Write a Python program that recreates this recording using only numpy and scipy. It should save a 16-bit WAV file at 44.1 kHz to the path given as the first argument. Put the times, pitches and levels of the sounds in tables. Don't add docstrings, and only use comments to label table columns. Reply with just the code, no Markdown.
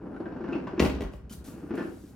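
import sys
import numpy as np
from scipy import signal
from scipy.fft import rfft, irfft, next_fast_len
from scipy.io import wavfile

SR = 44100
rng = np.random.default_rng(int(sys.argv[2]) if len(sys.argv) > 2 else 0)


def materialize(psi):
    bounded = np.clip(np.atleast_2d(psi).T, -1, 1)
    quanta = np.round(bounded * 32767).astype(np.int16)
    wavfile.write(sys.argv[1], SR, quanta)


N = 94815
T = np.arange(N) / SR
FFT_SIZE = next_fast_len(2 * N)
FREQS = np.maximum(np.arange(FFT_SIZE // 2 + 1) * SR / FFT_SIZE, 1)

# (frequency [Hz], relative level [dB])
AIR_TONE = [(25, -17.5), (60, -6), (200, -9), (500, -25), (2000, -46), (16000, -69.5)]
RUMBLE_TONE = [(30, -27), (60, -10.5), (110, -14), (190, -2), (340, -1.5), (470, -10.5), (3000, -62)]
CHATTER_TONE = [(200, -30), (520, 9.5), (1600, 0), (2000, -10), (2700, -11.5), (3600, -24.5), (5300, -25),
                (15000, -68)]
CRACK_TONE = [(200, -17.5), (600, 4), (1500, -3), (2000, 0.5), (2800, 3), (4000, -7), (7000, -14.5),
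              (11000, -53), (16000, -88)]
HOLLOW_TONE = [(50, -27.5), (130, 6), (330, 2), (560, -6), (4000, -35.5)]
SKIN_TONE = [(200, -6), (900, -1), (2000, -4), (4000, 0), (11000, 1.5), (16000, -1)]
# (time [s], wheel rumble [dB], chatter of loose parts [dB])
ROLLING = [(0, -43.5, -55.5), (.15, -39.5, -53), (.3, -42, -51), (0.422, -42.5, -52), (0.549, -36, -41.5),
           (0.639, -38.5, -50), (.77, -42, -48), (.87, -34.5, -46.5), (1.039, -39, -47),
           (1.122, -58, -56.5), (1.28, -56, -67.5), (1.5, -48, -56.5), (1.68, -43, -55.5),
           (1.73, -35.5, -49.5), (1.81, -39, -41.5), (1.91, -41, -56), (2.0, -54.5, -64),
           (2.15, -61, -64.5)]
# (time [s], thud pitch [Hz], relative thud
# level [dB], rattle level [dB])
WHEEL_BUMPS = [(0.059, 277, -31, -50), (.201, 336, -21.5, -48), (0.262, 320, -24.5, -44),
               (0.321, 295, -26, -44), (.362, 255, -26, -44), (0.406, 349, -22.5, -43),
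               (.44, 318, -23.5, -40.5), (.488, 275, -19.5, -46), (0.521, 345, -19, -38.5),
               (.553, 325, -16.5, -38.5), (0.644, 307, -28, -62), (0.67, 200, -30, -35.5),
               (0.731, 365, -23, -47), (.778, 331, -16.5, -38), (1.309, 210, -28.5, -53),
               (1.477, 279, -32, -51), (1.539, 204, -31.5, -56), (1.634, 287, -28, -59),
               (1.707, 340, -19, -41), (1.738, 271, -22, -40.5), (1.777, 346, -20, -35),
               (1.801, 309, -23, -41), (1.847, 335, -22.5, -53), (2.038, 290, -32.5, -77)]
# (time [s], highs compared with lows [dB])
BRIGHTNESS = [(.2, -8.5), (.5, 1), (1.75, 5)]
# (time [s], pitch [Hz], level [dB], fade time [s])
PART_BUZZES = [(0.143, 1325, -47, 0.011), (0.162, 1467, -43, 0.011), (0.203, 624, -37, 0.012),
               (0.2564, 1576, -42, 0.0076), (.438, 1730, -46, 0.0036), (.485, 1550, -37, 0.0043),
               (0.529, 2595, -38, 0.011), (0.674, 985, -31, 0.007), (0.7969, 2034, -26, 0.0065),
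               (1.2969, 3050, -46.5, 0.0028), (1.771, 1747, -39, 0.036)]
# (time [s], crack level [dB], hollow knock level [dB])
DECK_KNOCKS = [(0.7954, -22, -22.5), (.801, -27, -15), (0.813, -48, -22), (.824, -34, -16.5),
               (0.837, -42, -19.5), (0.848, -29, -22.5), (.854, -32.5, -20.5), (0.861, -32, -22.5),
               (0.877, -51, -43), (0.8971, -34, -29), (0.95, -43.5, -41), (1.007, -41.5, -27.5),
               (1.019, -41, -29.5), (1.037, -46, -36.5), (1.135, -54.5, -37.5)]
# (pitch [Hz], relative level [dB], time to fade by 60 dB [s])
DECK_NOTES = [(140, -12.5, 0.16), (182.5, -8.5, 0.44), (238, -10.5, 0.033), (315, -4.5, 0.15),
              (374.5, 1.5, 0.2), (599.5, -1.5, 0.19), (732, -21.5, 0.18), (900, -10, 0.19),
              (1084, -7.5, 0.11), (1938, -11, 0.13)]
# (time [s], pitch [Hz], level [dB])
FLOOR_BOOMS = [(0.801, 72.8, -21), (0.867, 62, -30), (0.926, 64, -28), (0.994, 80.4, -33),
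               (1.031, 48.2, -29.5), (1.14, 58, -39), (1.226, 60, -36.5), (1.368, 66.5, -39.5)]
# (start [s], hold time [s], level [dB], fade time [s])
HAND_SLIDES = [(1.116, 0.054, -68, 0.0055), (1.295, 0.021, -51, 0.016), (1.322, 0.015, -47, 0.0058),
               (1.441, 0.039, -52, 0.049), (1.576, 0.12, -71, 0.021), (1.752, 0.0053, -52.5, 0.0028),
               (1.766, 0.33, -63, 0.052)]
# (frequency [Hz], level compared with the direct sound [dB])
ECHO_LEVEL = [(60, -27), (150, -10.5), (350, -7.5), (700, -1.5), (2400, -2.5), (10000, -2.5)]
# (frequency [Hz], time to fade by 60 dB [s])
ECHO_TIME = [(100, 0.55), (1000, 0.25), (4000, 0.39), (14000, 0.23)]
# (frequency [Hz], left minus right [dB])
BALANCE = [(300, 0.5), (700, 2.5), (1300, 0.3), (2400, 2.5), (4400, 5.5), (9000, 0.5)]


def gain(db):
    return 10 ** (np.asarray(db) / 20)


def unit_power(x):
    return x / np.sqrt(np.mean(x ** 2))


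def look_up(table, hz):
    freqs, values = np.array(table, float).T
    return np.interp(np.log(hz), np.log(freqs), values)


def colour(x, tone):
    cepstrum = irfft(np.log(unit_power(gain(look_up(tone, FREQS)))), FFT_SIZE)
    cepstrum[1:FFT_SIZE // 2] *= 2
    cepstrum[FFT_SIZE // 2 + 1:] = 0
    return irfft(rfft(x, FFT_SIZE) * np.exp(rfft(cepstrum)), FFT_SIZE)[:N]


def tiny_clicks(per_second, spread_db):
    clicks = (rng.random(N) < per_second / SR) * rng.choice([-1, 1], N)
    return unit_power(clicks * gain(spread_db * np.clip(rng.standard_normal(N), -2, 2)))


def bursts(times, levels_db, fade_s):
    power = sum(gain(db) ** 2 * (T >= start) * np.exp(-2 * np.abs(T - start) / fade_s)
                for start, db in zip(times, levels_db))
    return np.sqrt(power) * rng.standard_normal(N)


def soft_note(start, hz, rise_s, steepness=1):
    age = np.maximum(T - start, 0)
    return (age / rise_s * np.exp(1 - age / rise_s)) ** steepness * np.sin(2 * np.pi * hz * age)


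def air():
    return gain(-50) * colour(rng.standard_normal(N), AIR_TONE)


def wheels(split_hz=1400, thud_rise_s=0.0049):
    times, rumble_db, chatter_db = np.array(ROLLING).T
    bump_times, _, _, rattle_db = np.array(WHEEL_BUMPS).T
    rumble = tiny_clicks(per_second=1400, spread_db=3) * gain(np.interp(T, times, rumble_db))
    chatter = tiny_clicks(per_second=600, spread_db=1) * gain(np.interp(T, times, chatter_db))
    chatter = colour(chatter + bursts(bump_times, rattle_db, fade_s=0.021), CHATTER_TONE)
    lows = signal.sosfiltfilt(signal.butter(2, split_hz, fs=SR, output="sos"), chatter)
    highs = chatter - lows
    tilt = gain(np.interp(T, *np.array(BRIGHTNESS).T) / 2)
    thuds = np.zeros(N)
    for start, hz, db, _ in WHEEL_BUMPS:
        deeper_note = gain(-7.5) * soft_note(start, 0.696 * hz, thud_rise_s)
        thuds += gain(db) * (soft_note(start, hz, thud_rise_s) + deeper_note)
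    return colour(rumble, RUMBLE_TONE) + lows / tilt + highs * tilt + gain(-4) * thuds


def squeak(middle_s=0.17, length_s=0.3, top_hz=10300, sag=0.14, level_db=-81.5):
    progress = np.clip(2 * (T - middle_s) / length_s, -1, 1)
    roughness = rng.standard_normal(N) / 10
    hz = top_hz * (1 - sag * np.abs(progress) ** 3 + roughness)
    return gain(level_db) * (1 - progress ** 2) * np.sin(2 * np.pi * np.cumsum(hz) / SR)


def loose_parts(sharpness=30, top_hz=4500):
    buzzes = np.zeros(N)
    for start, hz, db, fade_s in PART_BUZZES:
        b, a = signal.iirpeak(hz, sharpness, fs=SR)
        boost = np.sqrt(SR * sharpness / (np.pi * hz))
        buzzes += boost * signal.lfilter(b, a, bursts([start], [db], fade_s))
    return signal.sosfilt(signal.butter(2, top_hz, fs=SR, output="sos"), buzzes)


def knocks():
    times, crack_db, hollow_db = np.array(DECK_KNOCKS).T
    ring, age = np.zeros(N), T[:SR // 2]
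    for start, db in zip(times, hollow_db):
        first = int(start * SR)
        for hz, note_db, ring_s in DECK_NOTES:
            chance = rng.standard_normal()
            fade = np.exp(-np.log(1000) * age / ring_s)
            note = np.sin(2 * np.pi * hz * (1 + 0.0066 * chance) * age)
            ring[first:first + len(age)] += gain(db + note_db + 2 * chance) * fade * note
    crack = colour(bursts(times, crack_db, fade_s=0.0071), CRACK_TONE)
    hollow = colour(bursts(times, hollow_db, fade_s=0.0077), HOLLOW_TONE)
    return crack + hollow + gain(-11.5) * ring


def floorboards():
    return sum(gain(db) * soft_note(start, hz, rise_s=0.024, steepness=2)
               for start, hz, db in FLOOR_BOOMS)


def hands(rise_s=0.0015):
    loudness = np.zeros(N)
    for start, hold_s, db, fade_s in HAND_SLIDES:
        rise = np.clip((T - start) / rise_s, 0, 1)
        fade = np.exp(-np.maximum(T - start - hold_s, 0) / fade_s)
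        loudness += gain(db) * rise * fade
    return colour(loudness * rng.standard_normal(N), SKIN_TONE)


def room(x, echo_gap_s=0.004, right_lag_s=0.000026):
    age = T[:SR // 2]
    echo = np.zeros((2, len(age)))
    for hz in 45 * 2 ** (np.arange(18) / 2):
        band = signal.butter(2, [hz / 2 ** .25, hz * 2 ** .25], "band", fs=SR, output="sos")
        fade = np.exp(-np.log(1000) * age / look_up(ECHO_TIME, hz)) * (age > echo_gap_s)
        reflections = rng.standard_normal(echo.shape) * fade / np.linalg.norm(fade)
        echo += gain(look_up(ECHO_LEVEL, hz)) * signal.sosfilt(band, reflections)
    sides = np.array([[1], [-1]])
    direct = np.exp(1j * sides * np.pi * FREQS * right_lag_s)
    balance = gain(sides * look_up(BALANCE, FREQS) / 2)
    echo_boost = np.sqrt(1 + gain(look_up(ECHO_LEVEL, FREQS)) ** 2)
    response = (direct + rfft(echo, FFT_SIZE)) * balance / echo_boost
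    return irfft(rfft(x, FFT_SIZE) * response, FFT_SIZE)[:, :N]


def scene():
    return room(air() + wheels() + squeak() + loose_parts() + knocks() + floorboards() + hands())


def record(dry):
    bass_cut = signal.butter(2, 17, "high", fs=SR, output="sos")
    treble_cut = signal.ellip(8, .2, 70, 16000, fs=SR, output="sos")
    return signal.sosfilt(treble_cut, signal.sosfilt(bass_cut, dry))


dry = scene()
out = record(dry)
materialize(out)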